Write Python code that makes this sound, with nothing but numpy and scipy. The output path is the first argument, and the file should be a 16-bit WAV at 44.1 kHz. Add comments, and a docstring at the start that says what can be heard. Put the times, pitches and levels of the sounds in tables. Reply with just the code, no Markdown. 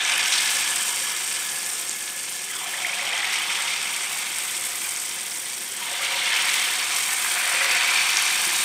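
"""Batter frying in a hollowed pan

A mono microphone stands close to a cast metal pan in a kitchen, over the low rush of a stove.
Each ladleful lands with a sinking gurgle and boils hard; steam bubbles chirp and thin out as it sets.
Damped rings make the bubbles, filtered random ticks the crackle, fizz and mist of the oil, short
bursts the spits. Resonances of the pan colour all but the plips, spits and knocks; a short echo follows."""
import sys
import numpy as np
from scipy import signal
from scipy.fft import rfft, irfft, next_fast_len
from scipy.io import wavfile
from scipy.ndimage import uniform_filter1d, map_coordinates

SR = 44100
rng = np.random.default_rng(int(sys.argv[2]) if len(sys.argv) > 2 else 0)


def wav_out(sig):
    """Save sig, one row per channel (or a flat mono array), as 16-bit PCM at SR to the path in sys.argv[1]."""
    wavfile.write(sys.argv[1], SR, np.round(np.clip(np.atleast_2d(sig).T, -1, 1) * 32767).astype(np.int16))


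N = 381024

# ladlefuls of batter, one to a hollow; the first is already down (levels before the trims below):
# (first touch t/s, spreading/s, full boil/s, setting/s, boil level/dB, spitting oil level/dB,
#  power of time that the frying grows by, steam bubble f/Hz, gurgle level/dB, deepest gurgle f/Hz,
#  gurgle length/s)
LADLES = [(-.55, 0.58, 0.084, 2.23, -23.5, -28, 0.57, 1800, -46, 638, 0.92),
          (2.48, 0.69, 0.38, 2.8, -26.5, -34.5, 0.76, 2240, -40.5, 679, .9),
          (5.719, 0.6, 0.09, 2.7, -24, -32, 0.65, 2272, -46, 602, .72),
          (7.149, 0.62, 0.075, 4.1, -22.5, -29.5, 0.59, 2133, -44.5, 574, 0.74)]
BOIL_COLUMN, OIL_COLUMN, STEAM_COLUMN = 4, 5, 7


def amp(db):
    """Decibels to gain."""
    return 10 ** (np.asarray(db) / 20)


def unit(x):
    """Scale to rms 1."""
    return x / np.sqrt(np.mean(x ** 2) + 1e-20)


def along(points, hz):
    """Interpolate (f/Hz, value) points on a log frequency axis."""
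    f, v = np.transpose(points)
    return np.interp(np.log(hz + 1), np.log(f + 1), v)


def curves(rows):
    """One value per sample for each column after the time."""
    s, *columns = np.transpose(rows)
    return [np.interp(np.arange(N) / SR, s, column) for column in columns]


def wobble(rate):
    """A smooth random curve, rate knots a second."""
    knots = rng.standard_normal(N // 20)
    return unit(map_coordinates(knots, [np.arange(N) * rate / SR], mode="wrap"))


def coloured(x, points, peaks=(), size=8192):
    """Minimum-phase filter: the source's own spectrum and peaks, times those of the pan."""
    # peaks and nulls of the air between the pan's walls: (f/Hz, width/Hz, level/dB)
    pan_peaks = [(353, 77, 7), (543.6, 73, 9.5), (606, 91, -8), (722, 59, 6), (943, 35, 2.5),
                 (1906, 55, -7), (2253, 1260, 8.5), (3110, 99, 3.5), (4210, 140, -5.5), (5020, 170, -4.5)]
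    hz = np.fft.rfftfreq(size, 1 / SR)
    db = along(points, hz)
    for f, width, gain in [*pan_peaks, *peaks]:
        db = db + gain / (1 + (2 * (hz - f) / width) ** 2)
    # folding the cepstrum forward in time makes the filter causal
    cepstrum = irfft(np.log(amp(db)))
    cepstrum[1:size // 2] *= 2
    cepstrum[size // 2 + 1:] = 0
    return signal.fftconvolve(x, irfft(np.exp(rfft(cepstrum))))[:N]


def placed(times, grains):
    """Sum one row of samples at each start time."""
    index = (np.abs(times) * SR).astype(int)[:, None] + np.arange(grains.shape[1])
    return np.bincount(index.ravel(), grains.ravel(), N)[:N]


def bubbles(times, hz, gain, cycles, rise, size=400):
    """Damped rings whose pitch climbs by the share rise as each bubble nears the surface."""
    # age is in decay times, each as long as the given number of cycles
    age = np.arange(size) / SR * hz[:, None] / cycles
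    phase = cycles * (age + rise * (age - 1 + np.exp(-age)))
    swell = np.exp(-age) * (1 - np.exp(-2 * np.pi * age)) * np.linspace(1, 0, size)
    return placed(times, gain[:, None] * swell * np.sin(2 * np.pi * phase))


def ticks(rate, spread_db):
    """One-sample ticks of either sign at random moments, rate a second, of scattered strength."""
    happens = rng.random(N) < rate / SR
    strength = amp(spread_db * np.clip(rng.standard_normal(N), -2, 2))
    return unit(happens * rng.choice([-1, 1], N) * strength)


def flurries(fast_db, slow_db, fast_rate, slow_rate):
    """Bursts come in clumps: a fast and a slow random gain."""
    return amp(fast_db * np.tanh(wobble(fast_rate)) + slow_db * np.tanh(wobble(slow_rate)))


def cooking(ladle, fall_db, slowness, lag=0):
    """Gain of one cake's frying: it grows with the wetted area, holds, then falls as a crust forms."""
    touch, spreading, full, setting, _, _, growth, *_ = ladle
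    age = np.arange(N) / SR - touch - lag
    # slowness: time constant as a multiple of the setting time
    crust = 1 - np.exp(-np.maximum(age - spreading - full, 0) / (setting * slowness))
    return np.clip(age / spreading, 0, 1) ** growth * amp(-fall_db * crust)


def together(gains):
    """Level in dB of unrelated sources that sound at once."""
    return 10 * np.log10(sum(gain ** 2 for gain in gains) + 1e-12)


def strays(level_db, low_hz, high_hz, count):
    """Random events (t/s, level/dB, f/Hz) whose strength follows a level."""
    when, strength, pitch = rng.random((count, 3)).T
    db = level_db[(when * N).astype(int)] + 6 * (strength - .5)
    return np.column_stack([when * N / SR, db, low_hz * (high_hz / low_hz) ** pitch])


def cake(gain, hollow, hover, centre_hz, scatter, spread_db, seethe_db, count=3200):
    """Steam bubbles chirp under one cake over a dense seething; the hollow's ring shifts as the ladle lifts."""
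    # spectrum of the boil: (f/Hz, relative level/dB)
    boil_spectrum = [(40, -35), (300, -39), (800, -25), (1500, -6), (2200, -3.5), (2800, -2.5), (3600, 4.5),
                     (4100, -3), (6000, -14.5), (12000, -44)]
    lift_s = 0.24  # how slowly the ladle draws away
    pitch, strength = rng.standard_normal((count, 2)).T
    when = rng.random(count) * N / SR
    sizes = amp(spread_db * np.minimum(strength, 1.5))
    chirps = bubbles(when, centre_hz * np.exp(scatter * pitch), sizes, cycles=10.4, rise=0.11, size=600)
    clumps = flurries(fast_db=1.3, slow_db=.8, fast_rate=160, slow_rate=55)
    seethe = ticks(rate=11000, spread_db=2.5) * clumps
    steam = unit(chirps) + amp(seethe_db) * unit(seethe)
    lifted, ratio, depth = hover
    under_ladle = [(hz * ratio, width, db * depth) for hz, width, db in hollow]
    free = coloured(steam, boil_spectrum, hollow)
    covered = coloured(steam, boil_spectrum, under_ladle)
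    away = (1 + np.tanh((np.arange(N) / SR - lifted) / lift_s)) / 2
    return gain * amp(-1.5) * (away * free + (1 - away) * covered) / np.std(free)


def flares():
    """Wet batter reaches fresh hot oil: a spell of crackle swells in one band and dies away."""
    # spells: (peak t/s, rise/s, fall/s, level/dB, centre f/Hz, width/octaves)
    spells = [(0.15, .2, 0.31, -33, 3050, 0.26), (0.36, 0.054, 0.095, -27, 4300, 0.3),
              (2.90, 0.016, .12, -40, 2800, 0.5), (3.22, 0.71, 0.089, -39.5, 1390, 0.75),
              (6.05, .018, 0.021, -29, 3600, 0.45), (6.34, 0.03, 0.075, -24, 2920, 0.64),
              (6.54, 0.064, 0.06, -29, 5470, 0.51), (7.2, 0.4, 0.48, -35, 1500, .7),
              (7.68, 0.44, .12, -30.5, 1680, 0.27), (8.16, 0.11, 0.28, -32, 5300, 0.29),
              (8.55, .08, 0.11, -30, 5870, 0.51)]
    t = np.arange(N) / SR
    hz = np.geomspace(100, SR / 2, 300)
    total = np.zeros(N)
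    clumps = flurries(fast_db=11.5, slow_db=2.0, fast_rate=150, slow_rate=45)
    for s, rise, fall, db, centre_hz, octaves in spells:
        band_db = -20 * np.log10(1 + (np.log2(hz / centre_hz) / octaves) ** 4 / 4)
        sparks = clumps * ticks(rate=3300, spread_db=2.5)
        crackle = unit(coloured(sparks, np.column_stack([hz, band_db])))
        envelope = np.exp(-np.where(t < s, ((s - t) / rise) ** 2, (t - s) / fall))
        total += amp(db) * crackle * envelope
    return total


def welling():
    """Bigger bubbles plop in the oil around the cakes, following the boil a little late."""
    # spectrum of the plops: (f/Hz, relative level/dB)
    well_spectrum = [(40, -52), (150, -16), (400, -14.5), (540, -8.5), (750, 2), (1000, 4.5), (1300, 4),
                     (1800, -1), (4000, -24)]
    level_db = together(amp(ladle[BOIL_COLUMN]) * cooking(ladle, fall_db=30.6, slowness=1.87, lag=0.012)
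                        for ladle in LADLES)
    plops = unit(coloured(ticks(rate=2200, spread_db=5.0), well_spectrum))
    return amp(level_db - 10.5) * plops


def crackling(cycles=9, count=5000):
    """Water flashes to steam in the oil in short flurries; some of the bubbles ring briefly."""
    # spectrum of the crackle: (f/Hz, relative level/dB)
    crackle_spectrum = [(40, -40), (200, -27), (800, -14), (2000, -4.5), (4000, -1), (5600, 2.5),
                        (7000, -4.5), (8600, 1.5), (9800, -13), (11500, -13.5), (13000, -22), (15500, -33)]
    bare_oil = amp(-41.5)
    around_cakes = [amp(ladle[OIL_COLUMN]) * cooking(ladle, fall_db=23.5, slowness=0.87, lag=0.16)
                    for ladle in LADLES]
    level_db = together([bare_oil, *around_cakes])
    clumps = flurries(fast_db=4.5, slow_db=1.5, fast_rate=150, slow_rate=38)
    sparks = ticks(rate=3400, spread_db=3.5) * clumps
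    when, pitch, strength = rng.random((count, 3)).T
    ring_hz = 3000 * 3.2 ** pitch
    pings = bubbles(when * N / SR, ring_hz, amp(20.0 * strength), cycles, rise=0.028, size=300)
    return amp(level_db + 3.0) * unit(coloured(unit(sparks) + amp(-11) * unit(pings), crackle_spectrum))


def fizzing(level_db):
    """Fine bubbles burst along the rims of the cakes."""
    # spectrum of the fizz: (f/Hz, relative level/dB)
    fizz_spectrum = [(2000, -26.5), (5000, -8.5), (7000, -5), (8100, -0.5), (8500, 2), (9000, 0.5),
                     (9500, -9.5), (10100, -18.5), (11200, -11), (12500, -17), (15200, -47)]
    clumps = flurries(fast_db=3.5, slow_db=0.6, fast_rate=170, slow_rate=33)
    sparks = ticks(rate=6000, spread_db=3.5) * clumps
    return amp(level_db) * unit(coloured(sparks, fizz_spectrum))


def misting(fizz_db, boil_db):
    """The tiniest droplets prickle above the fizz, build as the pan fills and thin while wet batter boils."""
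    # spectrum of the mist: (f/Hz, relative level/dB)
    mist_spectrum = [(5000, -42), (8500, 2), (10000, 5.5), (11200, 8.5), (12400, 1), (13600, 2), (15200, 3)]
    # dB per dB of fizz, dB per dB of boil, dB per second
    swing_db = 1.02 * fizz_db - 0.082 * boil_db + 0.33 * np.arange(N) / SR
    clumps = flurries(fast_db=4.0, slow_db=2.2, fast_rate=180, slow_rate=47)
    sparks = ticks(rate=4000, spread_db=7.5) * clumps
    return amp(-38 + swing_db - swing_db.mean()) * unit(coloured(sparks, mist_spectrum))


def sputter(rate, life, depth):
    """Each drop of water that meets the oil makes it flare at once and settle."""
    drops = (rng.random(N) < rate / SR) * 1.0
    return unit(1 + depth * signal.lfilter([1], [1, -np.exp(-1 / (life * SR))], drops))


def pour(ladle, scatter, spread_db, count=380):
    """Bubbles sink in pitch as the steam pocket widens, then climb; the batter's thin edge hisses higher."""
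    touch_hz, sink_s, climb_after, climb_hz_per_s = 2050, 0.0793, 0.705, 1030  # climb_after: share of length
    fade_s = 0.17  # the gurgle fades over its last moments
    edge_hz, edge_db, touch_boost_db, touch_s = 3280, -2.5, 10, 0.082  # edge strongest touch_s after the touch
    touch, *_, level_db, deepest_hz, length = ladle
    age = (np.arange(count) + rng.random(count)) / count * length
    sinking = (touch_hz - deepest_hz) * np.exp(-age / sink_s)
    climbing = climb_hz_per_s * np.maximum(age - climb_after * length, 0)
    hz = deepest_hz + sinking + climbing
    # bubbles due before the start stay silent
    flow = np.clip((length - age) / fade_s, 0, 1) * (touch + age > 0)
    sizes = flow * amp(spread_db * rng.uniform(-3.3, 1, count)) * (hz / deepest_hz) ** 0.28
    scattered_hz = hz * np.exp(scatter * rng.standard_normal(count))
    gurgle = bubbles(touch + age, scattered_hz, sizes, cycles=9.7, rise=0.11, size=1400)
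    hiss = flow * amp(edge_db + touch_boost_db * age / touch_s * np.exp(1 - age / touch_s))
    edge = bubbles(touch + age, rng.normal(edge_hz, 140, count), hiss, cycles=15.0, rise=0.012)
    return amp(level_db) * (gurgle + edge)


def spits(fizz_db, ring_s, life, spray_db, size=900):
    """A droplet bursts with a snap of a few cycles and throws a brief spray around the same pitch."""
    # the loudest droplets that burst in the oil: (t/s, level/dB, f/Hz)
    droplets = [(0.0498, -12, 6400), (0.1372, -16, 8800), (0.1812, -16, 11000), (0.947, -16, 8500),
                (1.277, -16, 8300), (1.3265, -14, 8600), (1.690, -15, 8700), (1.8946, -13.5, 7000),
                (2.3918, -20, 6300), (2.7412, -17, 8500), (2.9524, -18, 8300), (3.1787, -16, 6400),
                (3.3446, -15.5, 5500), (3.3874, -16, 8300), (4.3851, -13.5, 8500), (4.5676, -14, 8700),
                (4.5694, -20, 12600), (4.963, -16, 6500), (5.458, -17, 8700), (6.341, -14, 5400),
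                (6.8278, -13, 5400), (6.9617, -14, 6000), (7.4754, -10.5, 8700), (8.171, -5.5, 5600),
                (8.2237, -11.5, 10100), (8.4775, -12.5, 9900)]
    smaller = strays(fizz_db + 6, low_hz=5530, high_hz=9400, count=18)
    s, db, hz = np.vstack([droplets, smaller]).T[:, :, None]
    t = np.arange(size) / SR
    snap = t / ring_s * np.exp(1 - t / ring_s)
    noise = uniform_filter1d(rng.standard_normal((len(s), size)), size=15, axis=1)
    spray = unit(noise) * np.exp(-t / life)
    return placed(s[:, 0], amp(db) * (snap + amp(spray_db) * spray) * np.cos(2 * np.pi * hz * t))


def blips(boil_db, stray_rise):
    """Single large bubbles plip and bend upward; the smaller ones are stronger while the batter boils hard."""
    # the largest steam bubbles from under the batter:
    # (t/s, level/dB before a trim, f/Hz part-way up the bend, upward bend as a share of the starting pitch)
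    large = [(0.095, -14, 2280, .1), (1.071, -27, 1150, .1), (1.573, -25, 1670, .1),
             (2.502, -23, 2000, .05), (2.737, -19, 1850, .42), (2.8469, -11.5, 2140, .42),
             (2.8928, -17, 2250, .42), (2.9302, -18, 2400, .42), (2.992, -18, 2100, .42),
             (3.134, -17, 3150, .1), (3.174, -30, 780, .05), (3.195, -18, 2150, .42),
             (3.2302, -15, 2080, .42), (3.337, -17, 2100, .3), (3.358, -17, 3200, .05),
             (3.385, -17, 2900, .15), (3.500, -16, 2260, .1), (4.569, -22, 3240, .1),
             (4.847, -22, 2390, .1), (5.815, -29, 950, .05), (5.915, -32, 560, .05), (6.008, -24, 1260, .3),
             (6.0297, -18.5, 2290, .2), (6.045, -33, 560, .05), (6.115, -32, 540, .05),
             (6.137, -17, 2130, .1), (6.2165, -13.5, 2120, .2), (6.3627, -14, 2500, .3),
             (7.545, -14, 2150, .3), (7.70, -13, 2120, .3), (7.765, -14, 2250, .3), (7.888, -14, 2160, .2),
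             (7.9094, -12.5, 2350, .05), (7.9568, -11, 2370, .05), (8.032, -14, 2330, .05),
             (8.189, -15, 2410, .05), (8.264, -16, 2430, .05), (8.518, -15, 2420, .05)]
    smaller = strays(boil_db - 9, low_hz=1920, high_hz=2960, count=20)
    smaller = np.column_stack([smaller, np.full(len(smaller), stray_rise)])
    s, db, hz, rise = np.vstack([large, smaller]).T
    start_hz = hz / (1 + .4 * rise)
    return bubbles(s, start_hz, amp(db - 1), cycles=16, rise=rise[:, None], size=1800)


def volleys(count=22):
    """Big bubbles follow each other out from under a cake, uneven in size, pitch and spacing."""
    # volleys while a cake boils hardest:
    # (start t/s, length/s, middle level/dB, f/Hz, pitch scatter as a share, twice the upward bend as a share)
    runs = [(2.95, .8, -21, 2300, .3, .35), (6.08, .55, -20.5, 2400, .17, .25),
            (7.5, .38, -21, 2100, .2, .3), (7.84, .26, -18, 2330, .07, .05)]
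    total = np.zeros(N)
    for start, length, db, hz, scatter, rise in runs:
        when, strength, pitch = rng.uniform(-1, 1, (count, 3)).T
        times = start + length * (1 + when) / 2
        gain = amp(db + 4 * strength)
        total += bubbles(times, hz * np.exp(scatter * pitch), gain, cycles=11, rise=rise / 2, size=1100)
    return total


def knocks():
    """A few muffled bumps ring low and die quickly."""
    # soft, dull bumps: (t/s, level/dB)
    bumps = [(8.454, -40), (8.469, -27), (8.591, -33)]
    # what they ring with: (f/Hz, level/dB, t60/s)
    bump_modes = [(217, -2, 0.033), (349, -5, 0.1)]
    s, db = np.transpose(bumps)
    t = np.arange(SR // 4) / SR
    ring = sum(amp(level - 60 * t / t60) * np.sin(2 * np.pi * hz * t) for hz, level, t60 in bump_modes)
    return placed(s, amp(db)[:, None] * ring * (1 - np.exp(-t / 0.0027)))


def stove():
    """The low rush of the stove: steady noise, coloured by the pan as well."""
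    # spectrum of the rush: (f/Hz, relative level/dB)
    rush_spectrum = [(20, -18), (50, -11.5), (90, -2.5), (150, 1.5), (210, 6), (280, -1.5), (400, 2),
                     (800, -1.5), (3000, -17), (15000, -27)]
    return amp(-49.5) * unit(coloured(rng.standard_normal(N), rush_spectrum))


def room(x, count=12):
    """The kitchen's short echo, with a fresh random tail for each of count equal stretches; bass dies first."""
    # decay between the walls: (f/Hz, t60/s)
    wall_decay = [(200, 0.16), (2000, 0.76), (12000, 0.4)]
    hz, t, z = signal.stft(rng.standard_normal((count, SR // 3)), SR, nperseg=256)
    tails = signal.istft(z * amp(-60 * t / along(wall_decay, hz)[:, None]), SR, nperseg=256)[1]
    tails = tails / np.linalg.norm(tails, axis=1, keepdims=True)
    pieces = np.pad(x, (0, -N % count)).reshape(count, -1)
    starts = np.arange(count) * pieces.shape[1] / SR
    return placed(starts, signal.fftconvolve(pieces, tails, axes=1))


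def scene():
    """The frying pan, its echo and the stove, the same in both channels."""
    # each hollow's own peaks and nulls, one list to a cake: (f/Hz, width/Hz, level/dB)
    hollows = [
        [(1704, 110, 13), (1990, 110, -10), (2140, 130, 6.5), (3050, 660, 5.5), (4290, 300, -3)],
        [(1230, 140, 12.5), (2020, 510, 6), (3360, 770, 4.5), (4340, 300, 8), (5720, 300, 10), (6800, 900, -17)],
        [(986, 120, 25), (1220, 130, 12.5), (1790, 130, 7), (3240, 340, 2.5), (4400, 500, 11)],
        [(965, 220, 20), (1570, 300, 5.5), (2400, 450, 3.5), (4460, 940, 12)],
    ]
    # the ladle over a hollow damps its ring and may lower it, one row to a ladleful:
    # (ladle half away t/s, pitch ratio under the ladle, share of the peaks' dB left under it)
    hovers = [(.6, 1, 0.68), (4.1, 1, 0.5), (6.6, 0.96, 0.88), (7.75, 1, .5)]
    # the fine fizz: (t/s, level/dB)
    fizz_level = [(0, -38.5), (0.4, -28), (1.0, -29.5), (1.65, -31), (2.2, -34.5), (2.6, -34.0),
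                  (3.1, -37.5), (3.85, -34.5), (4.6, -31), (5.5, -34.5), (6.25, -33.5), (6.55, -30.5),
                  (6.82, -32.5), (7.05, -28), (7.5, -28.9), (7.8, -32), (8.64, -28)]
    fizz_db, = curves(fizz_level)
    boils = [amp(ladle[BOIL_COLUMN]) * cooking(ladle, fall_db=28, slowness=1) for ladle in LADLES]
    boil_db = together(boils)
    cakes = sum(cake(gain, hollow, hover, ladle[STEAM_COLUMN], scatter=0.2366, spread_db=2.5, seethe_db=9.0)
                for gain, hollow, hover, ladle in zip(boils, hollows, hovers, LADLES))
    drops = sputter(rate=110, life=0.0027, depth=0.44)
    fine = fizzing(fizz_db) + misting(fizz_db, boil_db)
    oil = welling() + np.sqrt(drops) * crackling() + drops * fine
    pours = sum(pour(ladle, scatter=0.13, spread_db=4.5) for ladle in LADLES)
    gurgles = coloured(pours, [(100, -11), (400, 0)])
    snaps = spits(fizz_db, ring_s=.00018, life=.003, spray_db=-12)
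    plips = blips(boil_db, stray_rise=.25) + volleys()
    pan = cakes + flares() + oil + gurgles + snaps + plips + knocks()
    return np.tile(pan + amp(-9.5) * room(pan) + stove(), (2, 1))


def record(dry):
    """The microphone rolls off below 60 Hz; nothing is kept above the band limit of 15600 Hz."""
    size = next_fast_len(N + SR // 2)
    hz = np.fft.rfftfreq(size, 1 / SR)
    response = hz / np.hypot(hz, 60) * (hz < 15600)
    return irfft(rfft(dry, size) * response, size)[:, :N]


dry = scene()
out = record(dry)
wav_out(out)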